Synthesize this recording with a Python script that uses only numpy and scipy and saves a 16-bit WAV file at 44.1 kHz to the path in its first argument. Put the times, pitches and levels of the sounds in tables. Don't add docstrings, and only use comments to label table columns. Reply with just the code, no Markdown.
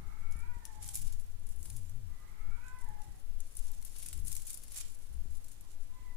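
import sys
import numpy as np
from scipy import signal
from scipy.fft import rfft, irfft, next_fast_len
from scipy.io import wavfile
from scipy.ndimage import uniform_filter1d

SR = 44100
rng = np.random.default_rng(int(sys.argv[2]) if len(sys.argv) > 2 else 0)


def int16_out(signal):
    q = np.round(np.clip(np.atleast_2d(signal).T, -1, 1) * 32767)
    wavfile.write(sys.argv[1], SR, q.astype(np.int16))


N = 271656

# frequency in Hz, relative density in dB.
AIR_COLOUR = [(26, -44.5), (45, -4), (65, -6), (196, -24.5), (549, -31.5), (3060, -38), (5500, -41.5),
              (9920, -39.5), (14700, -42), (15800, -46.5)]
# frequency in Hz, correlation from -1 to 1.
AIR_LIKENESS = [(60, 0.14), (240, 0.39), (950, -0.052), (3770, -0.24), (15000, -0.25)]
# frequency in Hz, left over right in dB.
AIR_BALANCE = [(60, 0.5), (300, -2), (1500, -2), (5000, -6), (8500, 0.5), (15000, -2.5)]
# time in seconds, pitch in Hz, relative level in dB.
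DRONE = [(.2, 84.1, -75), (.3, 79.2, -51.5), (.57, 83.1, -57), (.65, 82.3, -78), (.78, 85.14, -61),
         (.85, 89.04, -56.5), (1.35, 90.06, -62), (1.5, 90.5, -54)]
# time in seconds, relative buffet level in dB, relative gust level in dB.
DRAUGHT = [(0.04, -40.5, -44), (0.19, -40.5, -55.5), (0.391, -38, -47.5), (0.65, -44.5, -55.5),
           (1.02, -45, -49), (1.07, -34, -57), (1.47, -42, -53.5), (1.511, -42.5, -49), (3.01, -40.5, -55),
           (3.08, -49.5, -48), (3.33, -34, -70), (3.519, -49, -65), (3.58, -37.5, -56.5), (3.9, -41, -61),
           (4.14, -43.5, -49.5), (4.34, -39.5, -45), (4.44, -47, -68), (5.07, -45.5, -67), (5.12, -52, -52),
           (5.19, -40.5, -47.5), (5.59, -46.5, -61), (6.1, -41.5, -58)]
# frequency in Hz, relative gain in dB.
BUFFET_COLOUR = [(2, -10.5), (5, 10.5), (14, 12), (22, -10.5), (32, -5), (45, -25), (70, -61)]
# frequency in Hz, relative gain in dB.
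GUST_COLOUR = [(20, 5), (40, 4), (90, -10), (130, -13.5), (200, -24), (400, -32.5), (800, -71)]
# time in seconds, pitch in Hz, relative level in dB.
FLUTTERS = [
    [(.78, 101.2, -45), (.85, 83.6, -55), (.93, 113, -58), (1.0, 140.8, -53.5), (1.06, 124.4, -49.5),
     (1.12, 85.5, -76)],
    [(1.5, 41.7, -44), (1.57, 56.4, -43.5), (1.62, 80.7, -43.5), (1.65, 52, -42.5), (1.7, 83.6, -43.5),
     (1.76, 120.4, -45.5), (1.82, 89.5, -44), (1.89, 78.8, -49), (1.94, 108.8, -45.5), (1.99, 123.6, -48.5),
     (2.05, 91.7, -42.5), (2.1, 78.4, -48), (2.14, 39.5, -27)],
    [(4.1, 91.5, -54), (4.16, 69, -46.5), (4.2, 89.1, -44.5), (4.27, 69.4, -53), (4.33, 74.6, -58),
     (4.4, 94, -47)],
    [(5.08, 47.6, -46.5), (5.15, 61.6, -40.5), (5.2, 47.1, -38.5), (5.27, 61.8, -49), (5.33, 60.4, -41.5),
     (5.4, 45, -51)],
]
# time in seconds, relative level in dB, nominal length in ms.
PUFFS = [(0.288, -50.5, 2.9), (0.357, -39.5, 3.7), (0.568, -36.5, 11), (1.501, -45, 13), (2.487, -37, 10),
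         (5.257, -44.5, 2.9)]
# time in seconds, relative effort in dB, pitch in Hz.
MEOWS = [
    [(-.3, -77, 409), (-.1, -72, 419.7), (.1, -67.5, 427.4), (.25, -66.5, 445.4), (.34, -64.5, 452),
     (.4, -60.5, 457.6), (.45, -62.5, 486), (.52, -60.5, 484.2), (.58, -75.5, 465), (.65, -62.5, 445.5),
     (.72, -67.5, 432.5), (.78, -65, 424.3), (.84, -74, 413.2), (.92, -74, 401), (1.0, -87, 377)],
    [(2.05, -73, 386.6), (2.18, -75, 396), (2.28, -69, 414.4), (2.35, -69, 424.7), (2.42, -68, 431),
     (2.48, -66, 440.7), (2.56, -64, 469), (2.61, -65.5, 494), (2.66, -58, 502.7), (2.79, -65, 500.2),
     (2.84, -67.5, 468.3), (2.88, -65, 430), (2.96, -68, 419), (3.03, -75.5, 388), (3.12, -76.5, 383),
     (3.2, -74, 370)],
]
# seconds from the highest note, low and high throat resonance in Hz,
# roughness from 0 to 1, chest level in dB.
MOUTH = [(-.6, 1200, 1970, 0.655, -7), (-.35, 1350, 2050, 0.51, -9.5), (-.12, 1450, 2290, 0.4, -10),
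         (-.03, 1530, 2310, 0.26, -6), (.1, 1210, 2020, .26, 7.5), (0.192, 900, 1880, 0.32, -11),
         (.45, 800, 1860, 0.37, -20)]
# start, rise and hold in seconds, relative effort in dB, starting pitch in Hz,
# low and high throat resonance in Hz, roughness from 0 to 1.
MEWS = [(1.63, 0.015, .02, -77, 453, 900, 1100, 0.62), (3.635, .02, 0.04, -80, 455, 920, 1010, 0.6),
        (5.625, 0.012, .025, -78, 440, 890, 1490, 0.65), (5.88, 0.1, 0.3, -69.5, 506, 1020, 2025, 0.26)]
# width in Hz, level in dB.
THROAT = [(620, 0), (585, -3)]
# frequency in Hz, width in Hz.
CHEST = (860, 300)
# frequency in Hz, time to fall 60 dB in seconds.
HOUSE_DECAY = [(400, .65), (1000, .62), (2500, .55)]
# time in seconds, relative crackle level in dB, left over right in dB,
# dullness (lows over highs) in dB.
SHUFFLE = [(0, -77, -6, 1), (0.261, -78.5, -4, 4), (0.328, -71, 1, -1), (0.499, -76, -3, 1),
           (0.801, -71.5, -2, 9), (.83, -59.5, -0.5, 12.5), (.93, -57.5, 4, 5.5), (0.959, -50.5, -1, -5),
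           (1.03, -58, 2, 1.5), (1.11, -61, 6, 10), (1.17, -66, 1, 0), (1.251, -69, -1, -20),
           (1.45, -72, -1, -16), (1.5, -63, 4, -11), (1.698, -59.5, 4, 1), (1.858, -70, -3, -5),
           (2.632, -77, -1, 9), (3.05, -70, 3.5, 6), (3.389, -76, 6, 3), (3.55, -62, 2, 5),
           (3.788, -72.5, 3, 9.5), (3.87, -65, -2, 6.5), (3.958, -64, 6, 10.5), (4.09, -62.5, -4, 5),
           (4.219, -60, 5.5, 5.5), (4.339, -55, 1.5, 2), (4.43, -62, 2, 0), (4.509, -61, -4, 2),
           (4.6, -63.5, 5, 5.5), (4.7, -64, 3, 12), (4.76, -61.5, -1, 11), (4.82, -58.5, -1, 10),
           (4.949, -61.5, 5.5, 3.5), (5.071, -73, 4.5, 9), (5.521, -65, 3, 3), (5.619, -72, 2, 9.5),
           (6.16, -74.5, -5, 3)]
# time in seconds, relative level in dB, left over right in dB,
# dullness (lows over highs) in dB, decay constant in ms.
SNAPS = [(0.3105, -44, 1, 0.5, 3), (0.322, -49, 7, 11, 3.7), (0.3662, -47, 4, -1, 3),
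         (0.39, -46, 1.0, 0.5, 4), (0.401, -48, 0, 8.5, 7.2), (0.585, -53, 3, 2, 3),
         (0.6526, -34, 14, 4, 1.55), (0.8129, -52, 0, -2, 3), (0.826, -41, 7, 11, 4.4),
         (0.8429, -41, -2, 13, 3), (0.857, -40, 2, 3, 3), (0.877, -31.5, 0, -7, 3),
         (0.888, -28.5, -4, 7, 3), (0.926, -47, -2, 6, 1.6), (0.9443, -23, -1, -14, 3),
         (0.9545, -18.5, -3, -2.5, 1.5), (0.972, -27, 2, -2, 3.1), (0.9857, -39, 2, -4, 2.4),
         (0.999, -49, 2, -4, 3), (1.0154, -36.5, -3, 2, 2.5), (1.026, -40, -2, -2, 2.1),
         (1.1234, -38.5, 4, 3, 3), (1.1972, -43.5, 4, 7, 2.4), (1.4678, -44.5, 3, 5, 3.5),
         (1.489, -42.5, 9.5, -2, 3), (1.5145, -57, 5, -2, 2.8), (1.5599, -47.5, 10, -2, 3),
         (1.6277, -34.5, 3, -3, 2.2), (1.6548, -43.5, 5, 14.5, 4.8), (1.6998, -35, -1.5, 5.5, 3),
         (1.7641, -33.5, 2, -2, 3.9), (1.8953, -44, 2, 6, 1.8), (2.682, -43, -3, 4, 2.5),
         (2.7863, -46.5, 1, 6, 3.3), (2.812, -44, 3, -3, 2.65), (2.8429, -45, 2, -5, 2.9),
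         (2.8864, -47, 4, -11, 3), (3.0173, -49.5, -2, 14.5, 2.95), (3.1983, -56, 18, 1, 3.1),
         (3.4033, -34.5, -1, 3, 2.16), (3.5513, -37.5, 0, -11, 4.6), (3.568, -31, 6, -16, 2.6),
         (3.589, -39, 2, 1, 5.5), (3.6247, -41.5, 2, -4, 2.2), (3.6694, -41, 5, 7, 0.86),
         (3.7165, -37, 7, -2, 1.4), (3.748, -42, 7, 0, 1.4), (3.816, -45, 5, 0, 1.8),
         (3.8245, -40, 7, 8.5, 2.5), (3.8481, -35, 13, -4, 7.6), (3.895, -44, 3, 0.5, 3.6),
         (3.9834, -36, 5, -4, 4), (4.0267, -33, 5, 4.5, 8), (4.0597, -33, 10, 2, 5),
         (4.0855, -36.5, 20, 2, 1.4), (4.1285, -33, 3, 9, 3.1), (4.1758, -34.5, 7, -1, 2),
         (4.249, -37, 6, -6, 3), (4.2603, -35.5, 9, -10, 3.3), (4.27, -33, 9, -5, 3.5),
         (4.2799, -30, 15, -7, 3), (4.297, -40, 3, -5, 3), (4.316, -33, 8, 5, 3.3),
         (4.327, -26, 13, -9, 1.7), (4.351, -31, 11, 0, 4.3), (4.3653, -25, -4, -1.5, 2.6),
         (4.374, -34, 4, -2, 3), (4.419, -36, 4, -5, 2.8), (4.4672, -33, 7, -3, 9.1),
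         (4.477, -34, 4, 4.5, 8), (4.4962, -35, 6, -12, 2.9), (4.503, -34, 14, 2, 7.7),
         (4.531, -33.5, 13, -13, 2.6), (4.5416, -31, 14, -17, 4.4), (4.5735, -36.5, 11, 1, 2.3),
         (4.6349, -35.5, 4, 2, 3.5), (4.6803, -38, 6, 7.5, 4.4), (4.699, -48, 5, -1, 3),
         (4.7196, -38, 13, 5, 4.6), (4.744, -40, 6, -2, 4), (4.7742, -30, 16, -12, 3.5),
         (4.779, -32, 7, -3, 5.4), (4.8032, -37, 8, 7, 4), (4.835, -47, 6, -3, 1.8),
         (4.9452, -45, 11, -8, 3), (5.3688, -45.5, 6, -2, 3.3), (5.4425, -46, 10, 9, 4.4),
         (5.482, -43.5, 7.0, 4, 4.5), (5.516, -41.5, 9, 2, 3.4), (5.6087, -47.5, 21, -7, 1.8),
         (5.7159, -47.5, 1, 11, 2.5)]
# frequency in Hz, relative gain in dB.
PORT_LEFT = [(600, -24), (2000, -24), (4500, -16), (7000, -12), (8800, -6), (10000, 0.5), (11500, -7),
             (13000, -11), (15000, -14)]
# frequency in Hz, relative gain in dB.
PORT_RIGHT = [(600, -34), (2000, -14), (4500, -9.5), (6500, -1.5), (7400, 2.5), (8600, -2), (9700, -1.5),
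              (11000, -5), (15000, -10)]

AIR_DB = -67
HALL_HZ, HALL_WIDTH_HZ, HALL_DB = 851, 26, 3
MEW_FALL_S, MEW_ENDS_DB, MEW_SAG, MEW_CHEST_DB = .05, -9, 0.014, -15
SMALL_SLIPS, SMALL_DECAY_MS = 70, 5.2
SMALL_OVER_DB, SMALL_SPREAD_DB, SMALL_PAN_DB = 14, 2.5, 4
DULL_DRIFT_DB, PAN_DRIFT_DB = 1.5, 2.5
SETTLE_DB, SETTLE_S = -32.5, 0.022
CREEP_DB, CREEP_S = -31.5, 0.0056
BREAK = 50
RING_HZ, RING_SPREAD, RING_WIDTH_HZ, RING_SHARE = 9070, 0.22, 1530, 0.32
MAX_LAG = 14
SLIP_SIZE = 1500
EDGE_HZ = 15600


def amp(db):
    return 10 ** (np.asarray(db) / 20)


def evened(x):
    return x / np.sqrt(np.mean(x ** 2) + 1e-20)


def read(points, hz):
    f, value = np.transpose(points)
    return np.interp(np.log(hz + 1), np.log(f + 1), value)


def played(rows):
    s, *columns = np.transpose(rows)
    n = np.arange(round(s[0] * SR), round(s[-1] * SR))
    return n, [np.interp(n / SR, s, c) for c in columns]


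def wander(size, hz):
    width = max(int(SR / hz), 1)
    smooth = uniform_filter1d(rng.standard_normal(size), width)
    return evened(uniform_filter1d(smooth, width))


def coloured(x, spectrum):
    size = next_fast_len(N)
    gain = amp(read(spectrum, np.fft.rfftfreq(size, 1 / SR)))
    return irfft(rfft(x, size) * gain, size)[..., :N]


def resonance(x, hz, width_hz):
    return signal.lfilter(*signal.iirpeak(hz, hz / width_hz, SR), x)


def decaying(x, seconds):
    return signal.lfilter([1], [1, -np.exp(-1 / (seconds * SR))], x)


def echoes(t60s, seconds):
    size = int(seconds * SR)
    taps = rng.choice([-1., 1.], (2, size)) * (rng.random((2, size)) < .06)
    hz, t, z = signal.stft(taps, SR, nperseg=256)
    decay = amp(-60 * t / read(t60s, hz)[:, None])
    tail = signal.istft(z * decay, SR, nperseg=256)[1]
    return tail / np.linalg.norm(tail, axis=1, keepdims=True)


def air():
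    hz = np.fft.rfftfreq(N, 1 / SR)
    colour = amp(read(AIR_COLOUR, hz))
    colour /= np.sqrt(np.mean(colour ** 2 * (hz > 200)))
    a, b = rfft(rng.standard_normal((2, N))) * colour
    same = read(AIR_LIKENESS, hz)
    tilt = amp(read(AIR_BALANCE, hz) / 2)
    left, right = a * tilt, (same * a + np.sqrt(1 - same ** 2) * b) / tilt
    return irfft([left, right], N) * amp(AIR_DB)


def eddy(rows, second_db, waver_db):
    n, (hz, db) = played(rows)
    angle = 2 * np.pi * np.cumsum(hz) / SR
    tone = np.sin(angle) + amp(second_db) * np.cos(2 * angle)
    strength = amp(db + 3 + waver_db * wander(len(n), 25))
    out = np.zeros(N)
    out[n] = strength * tone * signal.windows.tukey(len(n), .1)
    return out


def drone():
    return amp([[-6], [0]]) * eddy(DRONE, second_db=-16, waver_db=0.97)


def puff(db, ms):
    u = np.arange(SR // 10) / SR / (ms / 1000 + 0.00074)
    return amp(db + 21) * u * (1 - u / 2) * np.exp(-u)


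def draught():
    s, buffet_db, gust_db = np.transpose(DRAUGHT)
    t = np.arange(N) / SR
    buffet = evened(coloured(rng.standard_normal((2, N)) * amp(wander(N, 11.5)), BUFFET_COLOUR))
    gust = evened(coloured(rng.standard_normal((2, N)) * amp(3 * wander(N, 14)), GUST_COLOUR))
    left = buffet[0] * amp(np.interp(t, s, buffet_db) + 7)
    left += gust[0] * amp(np.interp(t, s, gust_db) + 6)
    left += sum(eddy(rows, second_db=-19.5, waver_db=1) for rows in FLUTTERS)
    for start, db, ms in PUFFS:
        left[round(start * SR):][:SR // 10] += puff(db, ms)
    right = amp(-53) * buffet[1] + amp(-67.5) * gust[1] + amp(-26) * left
    return np.array([left, right])


def calls():
    lag, *mouth = np.transpose(MOUTH)
    for s, db, hz in map(np.transpose, MEOWS):
        top = s[np.argmax(hz)]
        at = np.union1d(s, np.clip(lag + top, s[0], s[-1]))
        shape = [np.interp(at - top, lag, m) for m in mouth]
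        yield np.transpose([at, np.interp(at, s, db), np.interp(at, s, hz), *shape])
    for start, rise, hold, db, hz, *throat in MEWS:
        throat = [*throat, MEW_CHEST_DB]
        s = start + np.cumsum([0, rise, hold, MEW_FALL_S])
        yield [(s[0], db + MEW_ENDS_DB, hz, *throat),
               (s[1], db, hz, *throat),
               (s[2], db, hz * (1 - MEW_SAG), *throat),
               (s[3], db + MEW_ENDS_DB, hz * (1 - 2 * MEW_SAG), *throat)]


def formant(hz, centre_hz, width_hz, db):
    return amp(db) / (1 + (2 * (hz - centre_hz) / width_hz) ** 2) ** 2


def meow(rows):
    n, (effort_db, hz, low_hz, high_hz, rough, chest_db) = played(rows)
    waver = 0.02 * rough * wander(len(n), 40) + 0.0065 * wander(len(n), 18)
    turns = np.cumsum(hz * (1 + waver)) / SR
    voice = 0
    for k in np.arange(2, 15) / 2:
        weight = formant(k * hz, *CHEST, chest_db)
        for centre_hz, (width_hz, db) in zip([low_hz, high_hz], THROAT):
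            weight = weight + formant(k * hz, centre_hz, width_hz, db)
        if k % 1:
            weight = weight * 0.37 * rough * (k > 2)
        leak = rough * np.clip((k - 1.2) / 1.03 + rough ** 3, 0, 1)
        hoarse = (1 - leak) + 1.36 * leak * wander(len(n), 430)
        swell = amp(1.8 * wander(len(n), 30))
        voice += weight * swell * hoarse * np.cos(2 * np.pi * k * turns)
    return n, amp(effort_db + 5) * voice * signal.windows.tukey(len(n), .1)


def cat():
    lead = SR // 2
    dry = np.zeros(N + 2 * lead)
    for rows in calls():
        n, voice = meow(rows)
        dry[n + lead] += voice
    wet = signal.fftconvolve(dry[None], echoes(HOUSE_DECAY, 1.1), axes=1)[:, lead:lead + N]
    wet = wet + amp(HALL_DB) * resonance(wet, HALL_HZ, HALL_WIDTH_HZ)
    return amp([[-2.5], [2.5]]) * (wet + amp(-7) * dry[lead:lead + N])


def click(spectrum):
    log_gain = np.log(amp(read(spectrum, abs(np.fft.fftfreq(1024, 1 / SR)))))
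    pulse = np.fft.ifft(np.exp(np.conj(signal.hilbert(log_gain)))).real[:256]
    return pulse / np.linalg.norm(pulse)


def small_slips(level_db):
    where = rng.random(SMALL_SLIPS)
    draws = np.clip(rng.standard_normal((SMALL_SLIPS, 3)), -1.5, 1.5)
    chance = np.cumsum(amp(level_db / 2))
    at = np.minimum(np.searchsorted(chance, where * chance[-1]), N - 1)
    db = level_db[at] + SMALL_OVER_DB + SMALL_SPREAD_DB * draws[:, 0]
    pan_db = SMALL_PAN_DB * (1 + draws[:, 1])
    dull_db = DULL_DRIFT_DB * draws[:, 2]
    return np.transpose([at / SR, db, pan_db, dull_db, np.full(SMALL_SLIPS, SMALL_DECAY_MS)])


def crackle(level_db, slips):
    kicks = np.zeros(N)
    np.add.at(kicks, (slips[:, 0] * SR).astype(int), amp(slips[:, 1]))
    settling = amp(SETTLE_DB) * decaying(kicks, SETTLE_S)
    creeping = amp(CREEP_DB) * decaying(kicks[::-1], CREEP_S)[::-1]
    sizes = amp(2.7 * np.minimum(rng.exponential(1, N), 5)) * rng.choice([-1, 1], N)
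    clumps = amp(3 * wander(N, 90) + 1.5 * wander(N, 25))
    clicks = sizes * (rng.random(N) < 6000 / SR)
    return evened(clicks * clumps) * (amp(level_db) + settling + creeping)


def cane_slip(decay_ms):
    draws = rng.standard_normal((2, SLIP_SIZE))
    u = np.arange(SLIP_SIZE) / SR
    rasp = draws[0] * np.minimum(abs(draws[0]), 1.8) * (abs(draws[1]) > .7)
    slip = rasp * np.exp(-u / (decay_ms / 1000)) * (1 - np.exp(-u / 0.001))
    slip *= 1.5 / abs(slip).max()
    slip[BREAK] = 1.2
    ring_hz = RING_HZ * np.exp(RING_SPREAD * np.clip(draws[1, 1], -2, 2))
    ring = resonance(slip, ring_hz, RING_WIDTH_HZ)
    late = int(np.clip(6 * draws[1, 0], -MAX_LAG, MAX_LAG))
    return (1 - RING_SHARE) * slip + 2 * RING_SHARE * ring, late


def wicker():
    t = np.arange(N) / SR
    s, *columns = np.transpose(SHUFFLE)
    level_db, pan_db, dull_db = (np.interp(t, s, c) for c in columns)
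    pan_db = pan_db + PAN_DRIFT_DB * wander(N, 11)
    dull_db = dull_db + DULL_DRIFT_DB * wander(N, 15)
    slips = np.array([*SNAPS, *small_slips(level_db)])
    grains = crackle(level_db, slips)
    lag = rng.integers(-MAX_LAG, MAX_LAG + 1, N)
    ports = np.zeros((2, 2, N + 2000))
    for part, gain in enumerate([1, amp(dull_db)]):
        np.add.at(ports[part, 0], np.arange(N) + MAX_LAG + lag, grains * gain * amp(pan_db / 2))
        ports[part, 1, MAX_LAG:N + MAX_LAG] = grains * gain * amp(-pan_db / 2)
    for start, db, side_db, slip_dull_db, decay_ms in slips:
        slip, late = cane_slip(decay_ms)
        at = round(start * SR) + MAX_LAG
        for part, gain in enumerate([1, amp(slip_dull_db)]):
            ports[part, 0, at + late:at + late + SLIP_SIZE] += slip * gain * amp(db - 0.5 + side_db / 2)
            ports[part, 1, at:at + SLIP_SIZE] += slip * gain * amp(db - 3 - side_db / 2)
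    bright, dull = ports
    mixed = bright + signal.lfilter(*signal.butter(1, 4500, fs=SR), dull - bright)
    near = np.array([signal.oaconvolve(x, click(colour))[MAX_LAG:N + MAX_LAG]
                     for x, colour in zip(mixed, [PORT_LEFT, PORT_RIGHT])])
    basket = echoes([(3000, 0.42), (12000, 0.099)], .2)
    return near + amp(-8) * signal.fftconvolve(near, basket, axes=1)[:, :N]


def scene():
    return air() + drone() + draught() + cat() + wicker()


def record(dry):
    edge = signal.firwin(511, EDGE_HZ, window=("kaiser", 9), fs=SR)
    padded = np.pad(dry, [(0, 0), (255, 255)], "reflect")
    return signal.oaconvolve(padded, edge[None], "valid")


dry = scene()
out = record(dry)
int16_out(out)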